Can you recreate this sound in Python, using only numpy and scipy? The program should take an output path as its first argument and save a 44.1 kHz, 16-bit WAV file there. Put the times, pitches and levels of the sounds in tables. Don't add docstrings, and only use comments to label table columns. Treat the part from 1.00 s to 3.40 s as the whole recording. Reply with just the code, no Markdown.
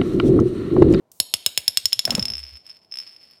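import sys
import numpy as np
from scipy import signal
from scipy.fft import rfft, irfft
from scipy.io import wavfile
from scipy.ndimage import uniform_filter1d

SR = 44100
rng = np.random.default_rng(int(sys.argv[2]) if len(sys.argv) > 2 else 0)


def file_out(sig):
    cols = np.atleast_2d(sig).T
    lim = np.clip(cols, -1, 1)
    pcm = np.round(lim * 32767).astype(np.int16)
    wavfile.write(sys.argv[1], SR, pcm)


N = 105840
TIME = np.arange(N) / SR


def undb(db):
    return 10 ** (np.asarray(db) / 20)


def unit(x):
    return x / np.sqrt(np.mean(x ** 2))


def curve(points, t):
    return undb(np.interp(t, *np.array(points, float).T))


def gains(colour, size):
    hz, db = np.array(colour, float).T
    return undb(np.interp(np.log(np.fft.rfftfreq(size, 1 / SR) + 1), np.log(hz), db))


def tint(x, colour):
    return irfft(rfft(x) * gains(colour, N), N)


def noise(colour):
    return unit(tint(rng.standard_normal(N), colour))


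def fade(t, t60):
    return np.exp(-np.log(1000) * t / t60)


def pulse(colour, size=512):
    cepstrum = irfft(np.log(gains(colour, size)))
    cepstrum[1:size // 2] *= 2
    cepstrum[size // 2 + 1:] = 0
    click = irfft(np.exp(rfft(cepstrum)))
    return click / np.abs(signal.hilbert(click)).max()


def add(out, start, x):
    i = int(np.clip(start * SR, 0, N))
    out[i:i + len(x)] += x[:N - i]


# (frequency [Hz], level [dB])
AIR_COLOUR = [(30, -6), (80, 0), (650, -0.5), (1000, -6), (1700, -20), (12000, -32.5)]


def air(level_db=-67):
    return undb(level_db) * noise(AIR_COLOUR)


# (frequency [Hz], level [dB])
HISS_COLOUR = [(1800, -18), (8000, 1), (15000, -1.5)]


def slide(start_s=.1168, end_s=.2, hiss_db=-58.5, release_db=-37):
    gate = uniform_filter1d(1. * ((TIME > start_s) & (TIME < end_s)), size=60)
    release = undb(release_db) * fade(np.maximum(TIME - start_s, 0), t60=.016)
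    return noise(HISS_COLOUR) * gate * (undb(hiss_db) + release)


# (frequency [Hz], hard-hit level [dB], soft-hit level [dB])
TICK_COLOUR = [(668, -23.5, -13), (1783, -14, -6), (2450, -7.5, -0.5), (2663, -2, 1.5), (3500, 2, -2),
               (4240, 1, -9.5), (6080, -13.5, -13.5), (6850, -17, -37.5), (10570, -40, -40)]
# (frequency [Hz], level [dB])
CRACK_COLOUR = [(5000, -53), (8500, -12.5), (9800, -17.5), (11000, -2), (13300, -2.5), (14600, -5.5),
                (16000, -15.5)]
# (frequency [Hz], level [dB])
THUD_COLOUR = [(80, 4), (300, 1.5), (1050, 8), (1330, -11), (1650, -8.5), (4000, -19)]
# (time [s], level [dB])
THUD_TRIM = [(.58, 2.5), (.68, 1.5), (1.0, -33), (1.4, -48)]


def impact(t, start, hard, tick_db, high_db):
    grit = unit(rng.standard_normal(len(t)) * fade(t, t60=.014))
    contact = hard * undb(-3) * grit / np.sqrt(len(t))
    contact[0] = 1
    colour = [(hz, soft_db + hard * (hard_db - soft_db)) for hz, hard_db, soft_db in TICK_COLOUR]
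    tick = undb(tick_db + 3) * pulse(colour)
    crack = undb(high_db - 13.5 + 10 * hard) * pulse(CRACK_COLOUR)
    thud = undb(tick_db - 17.5) * curve(THUD_TRIM, start) * pulse(THUD_COLOUR)
    out = signal.fftconvolve(contact, tick + crack)[:len(t)]
    add(out, 0, thud)
    return out


RING_HZ = 5272
RISE_SOFT_S, RISE_HARD_S = .00079, .00036
# (frequency [Hz], level [dB], soft-hit t60 [s], group [0 main, 1 middle, 2 high])
BOWL_MODES = [(RING_HZ, 0, .031, 0), (5296, -18, .065, 0), (6918, -1, .028, 1), (8290, -4.5, .021, 2),
              (10870, -8.5, .014, 2), (11200, -3, .019, 2), (11720, -17, .010, 2), (14800, -8, .017, 2)]


def bowl_ring(t, hard, ring_db, middle_db, high_db, scatter_db=2.5, detune=.00087):
    rise_s = RISE_SOFT_S + hard * (RISE_HARD_S - RISE_SOFT_S)
    swell = 1 - np.exp(-(t / rise_s) ** 2)
    pitch_sag = (1 - hard) * .037 * np.exp(-t / .00071)
    bent_time = np.cumsum(1 - pitch_sag) / SR
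    out = np.zeros(len(t))
    for hz, db, t60, group in BOWL_MODES:
        strength, tuning = rng.standard_normal(2)
        group_db = (ring_db, middle_db, high_db)[round(group)]
        level_db = db + group_db + scatter_db * strength * (group > 0)
        cycles = hz * (1 + detune * tuning) * (t if group else bent_time) + rng.random()
        envelope = swell * fade(t, t60 * (1 - .22 * hard))
        out += undb(level_db) * envelope * np.sin(2 * np.pi * cycles)
    return out


def blow(start, tick_db, ring_db, high_db, soft_db=-33, hard_db=-8.5):
    t = np.arange(3300) / SR
    hard = np.clip((tick_db - soft_db) / (hard_db - soft_db), 0, 1)
    middle_db = tick_db - 20.5 + 12.5 * hard
    return impact(t, start, hard, tick_db, high_db) + bowl_ring(t, hard, ring_db, middle_db, high_db)


# (time [s], tick level [dB], main ring level [dB], crack and high-mode level [dB])
LANDINGS = [(0.201, -3.5, -6, -4), (0.339, -3.5, -8.5, -6), (0.4624, -3, -6, -5), (0.5757, -3.5, -8, -6),
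            (0.6796, -6, -1, -8), (0.7722, -6, -4.5, -6.5), (0.8556, -7.5, -3, -11), (0.924, -18, -49, -57),
            (0.9297, -8, -2.5, -15), (0.9921, -8.5, -7.5, -14.5), (1.0525, -12.5, -5.5, -15.5),
            (1.106, -10, -7, -17.5), (1.151, -11.5, -7.5, -21.5), (1.1949, -19, -8.5, -27),
            (1.226, -17.5, -11, -28), (1.2541, -17.5, -10, -26.5), (1.2822, -25.5, -12, -33.5),
            (1.3016, -23, -12.5, -32), (1.3192, -32, -20.5, -36), (1.336, -25.5, -16.5, -39),
            (1.3526, -26.5, -17.5, -38), (1.368, -34, -24, -39), (1.3801, -29.5, -20, -37),
            (1.392, -30.5, -29, -39), (1.401, -33.5, -27, -45), (1.4299, -35, -26.5, -48),
            (1.4366, -36, -21, -53), (1.4509, -35.5, -28.5, -47), (1.4815, -40, -30.5, -57),
            (1.4882, -40, -33.5, -50), (1.5542, -37.5, -32, -60), (1.5701, -38, -31, -46),
            (1.6649, -40.5, -32, -46), (1.6952, -37.5, -32, -45.5), (1.7016, -39, -27, -55),
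            (1.713, -40.5, -33, -55), (1.9135, -47, -29.5, -55), (1.9222, -33.5, -20.5, -45),
            (1.9395, -30.5, -22, -43), (1.9556, -31, -25, -40), (1.9714, -27.5, -19.5, -38),
            (1.9862, -28.5, -17.5, -32.5), (2.0004, -31, -21.5, -39), (2.0145, -39.0, -29.5, -46),
            (2.0244, -37, -30.5, -49), (2.0332, -37, -31.5, -52), (2.069, -38, -34, -49),
            (2.1631, -42, -32.5, -50), (2.3099, -47, -41, -49)]


def bounces():
    out = np.zeros(N)
    for start, tick_db, ring_db, high_db in LANDINGS:
        add(out, start, blow(start, tick_db, ring_db, high_db))
    return out


# (time [s], level [dB])
STEM_CLACKS = [(.201, -8), (.5756, -14)]


def clacks(hz=4270, t60=.012):
    t = np.arange(N // 40) / SR
    swell = 1 - np.exp(-(t / RISE_HARD_S) ** 2)
    clack = swell * fade(t, t60) * np.sin(2 * np.pi * hz * t)
    out = np.zeros(N)
    for start, db in STEM_CLACKS:
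        add(out, start, undb(db) * clack)
    return out


# (time [s], level [dB], half-width [s], pitch [Hz])
HANDLING_BUMPS = [(0.85, -45, 0.011, 95.2), (0.967, -52.5, 0.014, 114), (1.0777, -28, 0.00055, 1760),
                  (1.078, -27, 0.0022, 650), (1.098, -29, 0.0015, 720), (1.124, -26.5, 0.0049, 249.4),
                  (1.142, -22, 0.0028, 181), (1.181, -27, 0.0025, 517), (1.184, -22.5, 0.0054, 198),
                  (1.208, -28, 0.0062, 97.4), (1.3, -37.5, 0.0094, 92.4)]
# (time [s], level [dB])
RUMBLE_LEVEL = [(1.04, -47), (1.08, -37.5), (1.18, -33), (1.25, -44), (1.33, -47.5), (1.42, -79)]
# (frequency [Hz], level [dB])
RUB_COLOUR = [(70, -3), (220, 0), (330, -8.5), (600, -11), (2000, -20.5), (15000, -36)]


def handling(rub_db=-3, rub_above_hz=220):
    rub = noise(RUB_COLOUR)
    out = rub * curve(RUMBLE_LEVEL, TIME) * (TIME > RUMBLE_LEVEL[0][0])
    for centre, db, width, hz in HANDLING_BUMPS:
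        tone = np.sqrt(2) * np.sin(2 * np.pi * (hz * TIME + rng.random()))
        knock = tone + undb(rub_db) * rub * (hz > rub_above_hz)
        out += undb(db) * knock * np.exp(-.5 * ((TIME - centre) / width) ** 2)
    return out


# (time [s], level [dB])
HUM_LEVEL = [(1.24, -60), (1.31, -41), (1.425, -42), (1.487, -57), (1.515, -42), (1.545, -46), (1.575, -82)]


def hum(hz=68.5):
    tone = np.sqrt(2) * np.sin(2 * np.pi * hz * TIME)
    return tone * curve(HUM_LEVEL, TIME) * (TIME > HUM_LEVEL[0][0])


# (time [s], level [dB])
CHATTER_LEVEL = [(1.37, -44), (1.49, -44.5), (1.56, -43.5), (1.625, -63), (1.665, -46), (1.715, -47),
                 (1.77, -51), (1.805, -68), (1.835, -54.5), (1.87, -68.5), (2.02, -44.5), (2.08, -44),
                 (2.12, -50), (2.195, -54), (2.225, -48), (2.28, -54), (2.34, -49.5), (2.4, -64)]
CHATTER_START_S = CHATTER_LEVEL[0][0]


def chatter(hops=200, rate_hz=138.6, rise_hz_per_s=48, jitter=.25, scatter_db=2.7):
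    out = np.zeros(N)
    landing_times = np.array(LANDINGS)[:, 0]
    start = CHATTER_START_S
    for gap, strength, ring in rng.standard_normal((hops, 3)):
        start += np.exp(jitter * gap) / (rate_hz + rise_hz_per_s * (start - CHATTER_START_S))
        tick_db = 20 * np.log10(curve(CHATTER_LEVEL, start)) + scatter_db * strength
        hop = blow(start, tick_db, ring_db=tick_db + 6 + scatter_db * ring, high_db=tick_db - 10.5)
        if np.abs(landing_times - start).min() > .004:
            add(out, start, hop)
    return out


# (frequency [Hz], level [dB])
GLAZE_COLOUR = [(900, -13.5), (2300, -3), (3700, -37), (4300, 3.5), (5100, 5.5), (6200, -26)]


def rolling(joint_s=1.91):
    force = curve(CHATTER_LEVEL, TIME) * (TIME > CHATTER_START_S)
    trim_db = np.where(TIME < joint_s, -14.5, -11.5)
    return noise(GLAZE_COLOUR) * force * undb(trim_db)


# (frequency [Hz], level [dB])
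REVERB_COLOUR = [(100, 2), (600, 6.5), (1500, 4), (4400, 1.5), (5270, 0.5), (6200, -0.5), (8300, 2),
                 (11200, 2.5), (13200, -2)]


def room(x, early_db=-20, tail_db=-21, echoes_per_s=300, predelay_s=.0027):
    def decay(t60):
        return unit(fade(TIME, t60)) / np.sqrt(N)

    wash = tint(unit(rng.standard_normal(N)), REVERB_COLOUR)
    spikes = rng.standard_normal(N) * (rng.random(N) < echoes_per_s / SR)
    early = undb(early_db) * tint(unit(spikes), REVERB_COLOUR) * decay(t60=.16)
    body = signal.sosfiltfilt(signal.butter(2, 7000, fs=SR, output="sos"), wash)
    treble = wash - body
    tail = undb(tail_db) * (body * decay(t60=1) + treble * decay(t60=.45))
    out = np.zeros(N)
    add(out, predelay_s, signal.fftconvolve(x, early + tail)[:N])
    return out


def scene():
    top = slide() + bounces() + clacks() + chatter() + rolling()
    return (top + room(top) + handling() + hum() + air())[None]


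def record(dry, lag_cycles=1.121, low_cut_hz=68.2, ceiling=.87, high_cut_hz=16100):
    hz = np.fft.rfftfreq(2 * N, 1 / SR)
    bass_lag = np.exp(-2j * np.pi * lag_cycles * np.log((hz + 10) / (hz + 3000)))
    x = irfft(rfft(dry, 2 * N) * bass_lag)[:, :N]
    x = signal.sosfilt(signal.butter(4, low_cut_hz, "high", fs=SR, output="sos"), x)
    x = x / (1 + (x / ceiling) ** 4) ** .25
    return signal.sosfilt(signal.ellip(8, .2, 70, high_cut_hz, fs=SR, output="sos"), x)


dry = scene()
out = record(dry)
file_out(out)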